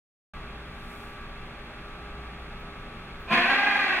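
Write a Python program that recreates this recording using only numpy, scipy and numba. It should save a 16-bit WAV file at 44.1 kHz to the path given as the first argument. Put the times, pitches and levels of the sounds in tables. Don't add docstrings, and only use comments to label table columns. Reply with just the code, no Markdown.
import sys
import numpy as np
from scipy import signal
from scipy.fft import rfft, irfft
from scipy.io import wavfile
from scipy.ndimage import uniform_filter1d
from numba import njit

SR = 44100
rng = np.random.default_rng(int(sys.argv[2]) if len(sys.argv) > 2 else 0)


def digitize_waveform(pressure):
    field = np.atleast_2d(pressure).T
    bounded = np.clip(field, -1, 1)
    quanta = np.round(bounded * 32767).astype(np.int16)
    wavfile.write(sys.argv[1], SR, quanta)


N = 176400
TIME_S = np.arange(N) / SR


def undb(db):
    return 10 ** (np.asarray(db) / 20)


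def unit(x):
    return x / np.sqrt(np.mean(x ** 2))


def curves(table):
    times, *columns = np.array(table, float).T
    return [np.interp(TIME_S, times, column) for column in columns]


def colour(x, points):
    hz, db = np.array(points, float).T
    size = 2 * N
    freqs = np.maximum(np.fft.rfftfreq(size, 1 / SR), 1)
    gain = undb(np.interp(np.log(freqs), np.log(hz), db))
    return irfft(rfft(x, size) * gain, size)[..., :N]


def walk(rate_hz):
    hold = max(int(SR / rate_hz), 1)
    steps = np.repeat(rng.standard_normal(N // hold + 1), hold)
    return unit(uniform_filter1d(uniform_filter1d(steps, hold), hold)[:N])


def stereo(mid, side):
    # freq_hz, side_gain_db
    width = [(60, -36), (200, -22), (700, -16), (1290, -8.5), (2400, -7.5), (3300, 2.5), (4400, 12.5),
             (6000, 2), (8100, -2.5), (15000, 3)]
    return mid + colour(side, width) * np.array([[1], [-1]])


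@njit
def follow(power, attack, release):
    out, envelope = np.empty(len(power)), 0.
    for i in range(len(power)):
        envelope += (power[i] - envelope) * (attack if power[i] > envelope else release)
        out[i] = envelope
    return out


def rush(level_db=-42):
    # freq_hz, relative_db
    spectrum = [(10, -14), (18, -1.5), (28, -0.5), (40, -7), (65, -6), (90, -14), (130, -10), (210, -13.5),
                (260, -17.5), (310, -15.5), (460, -21), (720, -19.5), (1000, -22), (1600, -19.5),
                (1950, -23), (2300, -21), (2680, -23), (2950, -31.5), (3400, -29.5), (4000, -39.5),
                (5000, -48.5), (6600, -48), (7800, -51), (8600, -49), (9400, -52), (10300, -49),
                (11500, -58), (13500, -57), (15000, -59)]
    return undb(level_db) * unit(colour(rng.standard_normal((2, N)), spectrum))


def machine_tone(hz, db):
    phase = 2 * np.pi * np.cumsum(hz + 0.76 * walk(6.84)) / SR
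    amplitude = np.sqrt(2) * undb(db + 1.4 * walk(4.99))
    return amplitude * np.array([np.sin(phase), 0.72 * np.cos(phase)])


def motor_drone(pitch_hz=58.7, level_db=-50.5, swell_db=5.5, period_s=1.91, crest_s=0.42):
    swell = np.cos(2 * np.pi * (TIME_S - crest_s) / period_s)
    return machine_tone(pitch_hz, level_db + swell_db * swell)


def pump_hum():
    # pitch_hz, level_db
    tones = [(173.1, -59.5), (232.7, -58.5), (408, -56), (599.7, -63), (814.3, -60)]
    return sum(machine_tone(hz, db) for hz, db in tones)


def fan_whine():
    # pitch_hz, level_db
    tones = [(1108.5, -63), (1164.3, -54.5), (1223, -66.5), (1284.5, -56.5), (1403.5, -63.5), (1632.5, -62)]
    # time_s, gain_db
    swell = [(.36, 2.5), (.6, -1.5), (1.05, 0), (1.22, 3.5), (1.45, -2), (1.75, -0.5), (2.0, 1),
             (2.2, -0.5), (2.45, -2), (2.78, 1), (3.1, 0)]
    swell_db = curves(swell)[0]
    return sum(machine_tone(hz, db + swell_db) for hz, db in tones)


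def hisses():
    # peak_s, level_db, rise_s, fall_s, centre_hz, width_hz
    swells = [(.98, -62, .15, 0.12, 9500, 4520), (2.6, -69, .006, .018, 15000, 2200),
              (3.198, -68, .005, 0.052, 15300, 2200)]
    freqs, out = np.fft.rfftfreq(N, 1 / SR), 0
    for peak_s, level_db, rise_s, fall_s, centre_hz, width_hz in swells:
        band = np.exp(-.5 * ((freqs - centre_hz) / width_hz) ** 2)
        noise = unit(irfft(rfft(rng.standard_normal((2, N))) * band, N))
        spread_s = np.where(TIME_S < peak_s, rise_s, fall_s)
        envelope = np.exp(-.5 * ((TIME_S - peak_s) / spread_s) ** 2)
        out = out + noise * undb(level_db) * envelope
    return out


def enclosure(x, t60_s=1, direct_db=-7.5, echo_db=0.5, build_s=0.0039, split_hz=3000):
    t = np.arange(SR) / SR
    dull = signal.lfilter(*signal.butter(2, split_hz, fs=SR), rng.standard_normal((2, SR)))
    bright = signal.lfilter(*signal.butter(2, split_hz, "high", fs=SR), rng.standard_normal((2, SR)))
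    tails = (dull + bright) * np.exp(-np.log(1000) * t / t60_s) * np.minimum(t / build_s, 1)
    mid, side = (signal.fftconvolve(x, unit(tail) / np.sqrt(SR))[:N] for tail in tails)
    return stereo(undb(direct_db) * x + undb(echo_db) * mid, undb(echo_db) * side)


def membrane(hz, jitter, jitter_hz, harmonics):
    phase = 2 * np.pi * np.cumsum(hz * (1 + jitter * walk(jitter_hz))) / SR
    half_sine = np.sin(phase / 2)
    divisor = np.where(np.abs(half_sine) < 1e-9, 1e-9, half_sine)
    pulses = np.sin((harmonics + .5) * phase) / divisor - 1
    return unit(pulses), phase


def throat(source, opening):
    # freq_hz, gain_db
    bill_shut = [(100, -40), (165, -4.5), (245, -6), (340, -24.5), (450, -19), (680, -1.5), (860, -14.5),
                 (1105, -1), (1260, -16.5), (1550, -6.5), (1900, -11), (2200, -21), (2450, -1), (2680, -9),
                 (2900, -16.5), (3400, -19), (4100, -30), (5000, -38), (6800, -44), (8200, -46),
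                 (10200, -45.5), (12000, -55), (16000, -47)]
    # freq_hz, gain_db
    bill_open = [(100, -43), (180, -15), (290, -2.5), (410, -17.5), (470, -11.5), (570, -7), (790, -1.5),
                 (900, -2.5), (1170, -5), (1330, -8.5), (1610, 5.5), (1820, 0), (2000, 1.5), (2200, -2),
                 (2460, -2), (2680, -4.5), (2900, -14), (3400, -15), (4100, -24.5), (5000, -35),
                 (6800, -37), (8200, -46.5), (10200, -40.5), (12000, -53), (16000, -53)]
    return colour((1 - opening) * source, bill_shut) + colour(opening * source, bill_open)


def penguin(gain_db=10, syllable_hz=23.525, crest_s=3.632, rattle_depth_db=13, rattle_build_s=.25):
    # time_s, upper_hz, lower_hz
    pitch = [(3.28, 351.9, 241.8), (3.34, 358, 242.8), (3.42, 363.7, 245.5), (3.49, 393, 271.9),
             (3.61, 404.6, 277.5), (3.72, 403.7, 278), (3.82, 397.4, 279.9), (3.89, 378.3, 277.4),
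             (3.96, 364.4, 275.3)]
    # time_s, effort_db, lower_voice_db
    effort = [(3.272, -54, -5), (3.279, -31, -3.5), (3.303, -24.5, -5), (3.309, -14.5, -3),
              (3.34, -17.5, -1.5), (3.42, -16.5, -2.5), (3.5, -11, -3), (3.62, -10, -15), (3.8, -9, -6),
              (4.0, -10.5, -14.5)]
    # time_s, opening (0 nearly shut, 1 wide open)
    bill = [(3.31, 0), (3.35, 0.43), (3.43, 0.6), (3.49, 0.55), (3.6, 0.58), (3.82, 0.74), (3.89, 0.67),
            (3.96, 0.24)]
    upper_hz, lower_hz = curves(pitch)
    effort_db, lower_db = curves(effort)
    opening = curves(bill)[0]
    start_s = effort[0][0]

    syllables = np.cos(2 * np.pi * syllable_hz * (TIME_S - crest_s) + 0.19 * walk(15))
    bend = 1 + .035 * (syllables - .5)
    upper, upper_phase = membrane(upper_hz * bend, jitter=0.00793, jitter_hz=300, harmonics=40)
    lower, _ = membrane(lower_hz * bend, jitter=0.01356, jitter_hz=250, harmonics=56)
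    lower *= 1 + 0.88 * walk(110)
    rasp = unit(rng.standard_normal(N) * (1 + 0.68 * np.cos(upper_phase)))
    rasp_db = -1.5 - 4 * opening
    voice = upper + undb(lower_db) * lower + undb(rasp_db) * rasp

    build = np.clip((TIME_S - start_s) / rattle_build_s, 0, 1)
    rattle_db = rattle_depth_db * build * (syllables - 1) / 2
    drive = undb(gain_db + effort_db + rattle_db + 1.27 * walk(120)) * (TIME_S > start_s)
    return throat(drive * voice, opening)


def scene():
    bray = enclosure(penguin())
    machines = stereo(*(rush() + motor_drone() + pump_hum() + fan_whine()))
    return bray + machines + hisses()


def record(dry):
    threshold_db, attack_s, release_s, slope = -28.5, 0.26, 0.55, 0.74
    open_s, fade_s, cutoff_hz = 0.3349, .003, 15750
    power = follow(np.mean(dry ** 2, axis=0), 1 / (attack_s * SR), 1 / (release_s * SR))
    gain = np.maximum(np.sqrt(power) / undb(threshold_db), 1) ** -slope
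    gate = np.clip(np.minimum(TIME_S - open_s, TIME_S[-1] - TIME_S) / fade_s, 0, 1)
    low_pass = signal.ellip(10, .1, 80, cutoff_hz, fs=SR, output="sos")
    return signal.sosfilt(low_pass, dry * gain * gate)


dry = scene()
out = record(dry)
digitize_waveform(out)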